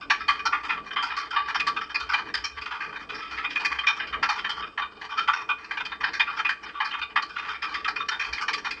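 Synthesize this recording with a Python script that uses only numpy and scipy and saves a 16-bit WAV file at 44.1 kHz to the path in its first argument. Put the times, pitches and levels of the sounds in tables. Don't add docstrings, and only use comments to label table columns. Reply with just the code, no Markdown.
import sys
import numpy as np
from scipy import signal
from scipy.io import wavfile
from scipy.ndimage import uniform_filter1d

SR = 44100
rng = np.random.default_rng(int(sys.argv[2]) if len(sys.argv) > 2 else 0)


def waveform_to_disk(signal):
    frames = np.transpose(np.atleast_2d(signal))
    scaled = np.clip(frames, -1, 1) * 32767
    samples = np.round(scaled).astype(np.int16)
    wavfile.write(sys.argv[1], SR, samples)


N = 388080

# centre_hz, width_hz (of each of two passes), relative_level_db
STONE_MODES = [(35, 30, -9), (115, 58, -10), (162.6, 31, -9), (206.4, 63, -6.5), (286.5, 52, -2.5),
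               (323, 52, -3.5), (434, 62.6, 1), (720, 740, -11.5)]
# time_s, level_db
GRIND_LEVELS = [(0.0, -52.5), (1.69, -51), (1.84, -55), (2.25, -51), (3.97, -52), (4.11, -47.5),
                (4.41, -53.5), (8.8, -53.5)]
# top_s, level_db
RUMBLE_SWELLS = [(0.26, -51), (1.44, -64), (2.08, -51.5), (2.4, -52), (2.58, -53), (3.35, -54), (3.75, -60),
                 (4.151, -51), (4.6, -56), (7.039, -56), (8.31, -46)]
# time_s, strength_db (relative), favoured_pitch_hz, grain_scratch_db (re strength), rattle_length_s
KNOCK_EVENTS = [(0.012, -26.5, 1170, -24, 0.039), (0.103, -5.5, 1576, -20, 0.026),
                (0.203, -25.5, 1290, -19.5, 0.061), (0.284, -9, 1160, -18.5, 0.04),
                (0.395, -18, 2430, -24, 0.015), (0.457, -7, 1350, -11, 0.019),
                (0.527, -9.5, 1150, -33, 0.037), (0.636, -27, 1334, -19, 0.061),
                (0.696, -17, 1320, -50, 0.05), (0.772, -21.5, 1170, -44, 0.021),
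                (0.865, -33, 1190, -22, 0.017), (0.91, -16, 1460, -41, 0.016),
                (0.964, -10, 1170, -43, 0.04), (1.028, -14, 1400, -15, 0.032),
                (1.106, -24.5, 1340, -30, 0.081), (1.168, -18, 1255, -15.5, 0.063),
                (1.236, -31, 1210, -23, 0.009), (1.309, -17.5, 1350, -20, 0.027),
                (1.335, -17.5, 1330, -21.5, 0.064), (1.362, -10.5, 1176, -35, 0.041),
                (1.484, -16, 1400, -22.5, 0.031), (1.549, -12, 1410, -14.5, 0.027),
                (1.6, -10.5, 2430, -30, 0.016), (1.671, -10, 1350, -15.5, 0.023),
                (1.766, -12, 1138, -27, 0.027), (1.813, -17.5, 1326, -22, 0.029),
                (1.898, -23, 1557, -20, 0.024), (1.948, -14.5, 2440, -9, 0.025),
                (2.003, -19, 1305, -14.5, 0.027), (2.094, -17.5, 1490, -17.5, 0.062),
                (2.14, -16, 2450, -20, 0.034), (2.29, -33, 1630, -26, 0.038),
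                (2.343, -11, 1547, -10.5, 0.02), (2.443, -17.5, 3290, -8, 0.028),
                (2.54, -40, 1580, -21, 0.013), (2.575, -36, 1630, -18, 0.017),
                (2.616, -30.5, 2530, -10.5, 0.034), (2.661, -21.5, 1300, -20, 0.015),
                (2.711, -22, 1320, -42, 0.052), (2.806, -20, 1547, -24, 0.066),
                (2.928, -30.5, 1490, -29, 0.035), (2.96, -26, 1600, -27, 0.022),
                (3.026, -33, 1490, -37, 0.014), (3.094, -21.5, 2360, -35, 0.03),
                (3.146, -25, 1290, -11, 0.041), (3.226, -29, 1300, -26, 0.057),
                (3.313, -21.5, 1320, -19, 0.062), (3.376, -20, 1310, -45, 0.051),
                (3.443, -12.5, 2410, -35, 0.023), (3.504, -24.5, 2520, -16, 0.064),
                (3.558, -9.5, 2440, -39, 0.017), (3.601, -21, 2410, -17, 0.034),
                (3.651, -14.5, 2500, -5.5, 0.015), (3.789, -16, 3140, -20.5, 0.02),
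                (3.837, -12, 1230, -32, 0.016), (3.869, -8, 2416, -20.5, 0.038),
                (3.967, -25, 1310, -18, 0.053), (4.001, -20, 1770, -32, 0.054),
                (4.072, -20.5, 2790, -17, 0.021), (4.128, -14, 1280, -46, 0.042),
                (4.231, -9, 1360, -17.5, 0.033), (4.292, -9.5, 1250, -15.5, 0.03),
                (4.375, -24, 1490, -21, 0.027), (4.39, -23.5, 3130, -23, 0.022),
                (4.447, -16, 1720, -33, 0.036), (4.496, -16, 3120, -14.5, 0.025),
                (4.625, -22, 1226, -45, 0.033), (4.779, -15, 1127, -42, 0.04),
                (4.818, -15.5, 1160, -38, 0.033), (5.017, -25.5, 1570, -21, 0.013),
                (5.094, -26, 1200, -25, 0.081), (5.119, -17.5, 1160, -26, 0.027),
                (5.177, -14.5, 1330, -21.5, 0.05), (5.279, -8.5, 1325, -33, 0.037),
                (5.336, -14.5, 1400, -19, 0.017), (5.493, -14, 2384, -43, 0.03),
                (5.589, -36, 1140, -22, 0.013), (5.647, -30.5, 2410, -14, 0.027),
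                (5.713, -18.5, 1730, -18, 0.014), (5.774, -15, 2330, -47, 0.021),
                (5.804, -16, 1280, -46, 0.018), (5.854, -20, 2410, -12, 0.02),
                (5.92, -17.5, 1334, -41, 0.02), (6.008, -14.5, 1104, -25, 0.024),
                (6.042, -11, 1640, -17, 0.016), (6.136, -18.5, 1610, -12, 0.046),
                (6.199, -7.5, 2365, -26, 0.024), (6.269, -18.5, 1424, -30, 0.038),
                (6.327, -26, 1370, -23, 0.041), (6.372, -15, 1490, -24, 0.034),
                (6.392, -13.5, 1270, -24, 0.029), (6.451, -9, 2425, -34, 0.026),
                (6.493, -14.5, 1665, -19, 0.029), (6.632, -27, 2300, -14.5, 0.024),
                (6.663, -27.5, 1400, -23, 0.028), (6.69, -22.5, 1490, -34, 0.017),
                (6.744, -25.5, 1150, -48, 0.081), (6.805, -12.5, 1250, -32, 0.034),
                (6.849, -21, 1290, -13, 0.033), (6.913, -20.5, 3040, -30, 0.021),
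                (6.934, -20.5, 1270, -36, 0.05), (7.017, -15, 2360, -27, 0.023),
                (7.104, -30, 1900, -32, 0.027), (7.161, -7, 1107, -29.5, 0.03),
                (7.225, -16.5, 1160, -11, 0.018), (7.298, -27, 1490, -18, 0.019),
                (7.365, -25, 1390, -45, 0.06), (7.45, -24.5, 1150, -34, 0.027),
                (7.487, -22, 1760, -29, 0.05), (7.5, -22, 1386, -27, 0.031), (7.547, -24, 2280, -32, 0.045),
                (7.623, -13, 1270, -22, 0.041), (7.691, -26, 1110, -18, 0.04),
                (7.744, -16.5, 1790, -17, 0.024), (7.848, -9, 1270, -31, 0.021),
                (7.882, -11.5, 1380, -14.5, 0.022), (7.962, -18, 2420, -15.5, 0.022),
                (8.002, -16.5, 1290, -46, 0.022), (8.088, -7.5, 1700, -14.5, 0.013),
                (8.117, -15, 1420, -30, 0.043), (8.197, -16.5, 2400, -19, 0.049),
                (8.246, -24, 1830, -15, 0.064), (8.331, -16.5, 2370, -10.5, 0.028),
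                (8.382, -20, 1750, -18, 0.027), (8.413, -14.5, 1480, -12.5, 0.027),
                (8.484, -10.5, 2370, -17, 0.025), (8.535, -13, 2590, -8, 0.016),
                (8.581, -23.5, 1566, -14, 0.021), (8.65, -15, 1390, -20.5, 0.03),
                (8.71, -23, 2520, -8.5, 0.025)]
# centre_hz, width_hz, relative_level_db
CHUTE_MODES = [(945, 191, -5), (992, 238, -5.5), (1157, 20, 5), (1287, 38, -1), (1074, 550, -5)]
FRAME_MODES = [(1345.4, 47, -4), (1501, 144, 2.5), (1599, 280, -0.5), (1694, 65, -6.5), (1770, 49, -25),
               (2150, 490, -7), (1680, 199, -7.5)]
STICK_MODES = [(2321, 196, -4.5), (2466.6, 55.5, 0), (2898, 160, -7.5), (3129, 66, -2.5), (3629, 43, -5.5),
               (2574, 1490, -15)]
GRAIN_MODES = [(4080, 28, -2), (4396, 560, -4), (4995, 470, -3), (5500, 235, -3), (7340, 7500, -22)]
# centre_hz, reach_octaves, far_db (re strength), near_gain_db
CHUTE_RANGE = (1149.5, 0.39, -14.5, 5)
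FRAME_RANGE = (1599, 0.26, -11.5, 5)
STICK_RANGE = (2702, 0.53, -14.5, 7)

SHAFT_HZ, SHAFT_DB, SWELL_S = 63, -64, 0.045
ROOM_T60_S, ROOM_DB = 0.3, -13.5
RATTLE_DB, SLIDE_DB = -1.5, -48
LEAD_S = 0.0054
FLIGHT_S, FLIGHT_DB = 0.04, 10
HARD_DB = -10
TOP_HZ, HISS_DB = 8650, -72


def undb(db):
    return 10 ** (np.asarray(db) / 20)


def level(x, db):
    return x * undb(db) / np.sqrt(np.mean(x ** 2))


def resonate(x, hz, width_hz):
    b, a = signal.iirpeak(hz, hz / width_hz, SR)
    return signal.lfilter(b, a, x)


def walk(rate_hz):
    hold = int(SR / rate_hz)
    steps = np.repeat(rng.standard_normal(N // hold + 1), hold)
    slewed = uniform_filter1d(uniform_filter1d(steps, hold), hold)
    return 1.09 * slewed[:N]


def rumble():
    t = np.arange(N) / SR
    boom = resonate(resonate(rng.standard_normal(N), SHAFT_HZ, 12.0), SHAFT_HZ, 26.0)
    envelope = undb(SHAFT_DB + 3.0 * walk(4.7))
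    for top_s, level_db in RUMBLE_SWELLS:
        envelope = envelope + undb(level_db) * np.exp(-((t - top_s) / SWELL_S) ** 2)
    return level(boom, 0) * envelope


def grinding():
    t = np.arange(N) / SR
    surge_db = 3.0 * walk(14) + 1.3 * walk(5)
    grind = np.zeros(N)
    for hz, width_hz, db in STONE_MODES:
        gain = undb(db + surge_db + 1.2 * walk(8))
        grind += gain * resonate(resonate(rng.standard_normal(N), hz, width_hz), hz, width_hz)
    return level(grind, np.interp(t, *np.transpose(GRIND_LEVELS)))


def room(x):
    t = np.arange(int(0.4 * SR)) / SR
    decay = np.exp(-np.log(1000) * t / ROOM_T60_S) * (t > 0.004)
    tail = rng.standard_normal(len(t)) * decay
    tail = tail / np.sqrt(np.sum(tail ** 2))
    return x + undb(ROOM_DB) * signal.fftconvolve(x, tail)[:N]


def contacts(scatter_db, chatter_db, biggest=4.17):
    scatter = np.minimum(rng.exponential(size=N), biggest)
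    sizes = undb(scatter_db * scatter + chatter_db * walk(250))
    return level(sizes * rng.standard_normal(N), 0)


def flight(start_s, strength_db):
    t = np.arange(N)[::64] / SR
    before_s = start_s[:, None] - t
    hardness = 1 / (1 + undb(2 * (HARD_DB - strength_db)))
    dip = np.exp(-(before_s / FLIGHT_S) ** 2) * (before_s > 0) * hardness[:, None]
    return -FLIGHT_DB * np.repeat(dip.max(axis=0), 64)[:N]


def rattle(time_s, db, length_s, rise_s=0.0025, tail_db=-12, tail_s=0.029):
    t = np.arange(SR // 6) / SR
    hold_s = np.clip(length_s, 0.004, 0.09)[:, None]
    onset = (1 - np.exp(-t / rise_s)) ** 2
    body = np.exp(-(t / hold_s) ** 1.65)
    shape = onset * (body + undb(tail_db) * np.exp(-t / tail_s))
    at = ((time_s - LEAD_S) * SR).astype(int)[:, None] + np.arange(len(t))
    knock_power = (undb(db)[:, None] * shape) ** 2
    power = np.bincount(np.clip(at, 0, N).ravel(), knock_power.ravel(), N + 1)
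    return np.sqrt(power[:N])


def push(x, hz):
    return signal.sosfilt(signal.butter(2, hz, fs=SR, output="sos"), x)


def share(pitch_range, pitch_hz):
    centre_hz, reach_octaves, far_db, near_gain_db = pitch_range
    octaves = np.log2(pitch_hz / centre_hz)
    return far_db + near_gain_db * np.exp(-(octaves / reach_octaves) ** 2)


def landing(modes, time_s, pitch_hz, favour_db=11, spread=0.053, chance_db=4.0):
    hz, width_hz, db = np.transpose(modes)
    near = np.exp(-(np.log(hz / pitch_hz[:, None]) / spread) ** 2)
    gain = undb(db + favour_db * near + chance_db * rng.standard_normal(near.shape))
    power = np.sum(gain ** 2 * np.pi * width_hz / SR, axis=1, keepdims=True)
    gain = gain / np.sqrt(power)
    latest = np.searchsorted(time_s, np.arange(N) / SR + 0.0094) - 1
    latest = np.clip(latest, 0, len(time_s) - 1)
    return uniform_filter1d(gain.T[:, latest], size=128)


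def ring(x, modes, wake):
    total = np.zeros(N)
    for k, (hz, width_hz, _) in enumerate(modes):
        total += (-1) ** k * wake[k] * resonate(x, hz, width_hz)
    return total


def clatter():
    time_s, strength_db, pitch_hz, scratch_db, length_s = np.transpose(KNOCK_EVENTS)
    slide = undb(SLIDE_DB + 6.03 * walk(60) + 5.1 * walk(17))
    touch = contacts(scatter_db=3.0, chatter_db=2.0)
    touch = touch * undb(flight(time_s - LEAD_S, strength_db))
    # modes, drive, knock share dB, slide offset dB
    parts = [(CHUTE_MODES, push(touch, 2900.0), share(CHUTE_RANGE, pitch_hz), 0),
             (FRAME_MODES, push(touch, 3700.0), share(FRAME_RANGE, pitch_hz), -2),
             (STICK_MODES, push(touch, 4660.0), share(STICK_RANGE, pitch_hz), -4),
             (GRAIN_MODES, touch, scratch_db, -10)]
    mix = np.zeros(N)
    for modes, drive, share_db, slide_db in parts:
        knocks = rattle(time_s, strength_db + share_db + RATTLE_DB, length_s)
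        strength = knocks + slide * undb(slide_db)
        mix += ring(drive * strength, modes, landing(modes, time_s, pitch_hz))
    return signal.sosfilt(signal.butter(8, 820.0, "high", fs=SR, output="sos"), mix)


def scene():
    stones = rumble() + grinding()
    return (stones + room(clatter()))[None]


def record(dry):
    dull = signal.sosfilt(signal.butter(4, 5600.0, fs=SR, output="sos"), dry)
    hiss = undb(HISS_DB) * rng.standard_normal(dry.shape)
    mic = dull + undb(-22) * dry + hiss
    return signal.sosfilt(signal.ellip(12, 0.2, 85, TOP_HZ, fs=SR, output="sos"), mic)


dry = scene()
out = record(dry)
waveform_to_disk(out)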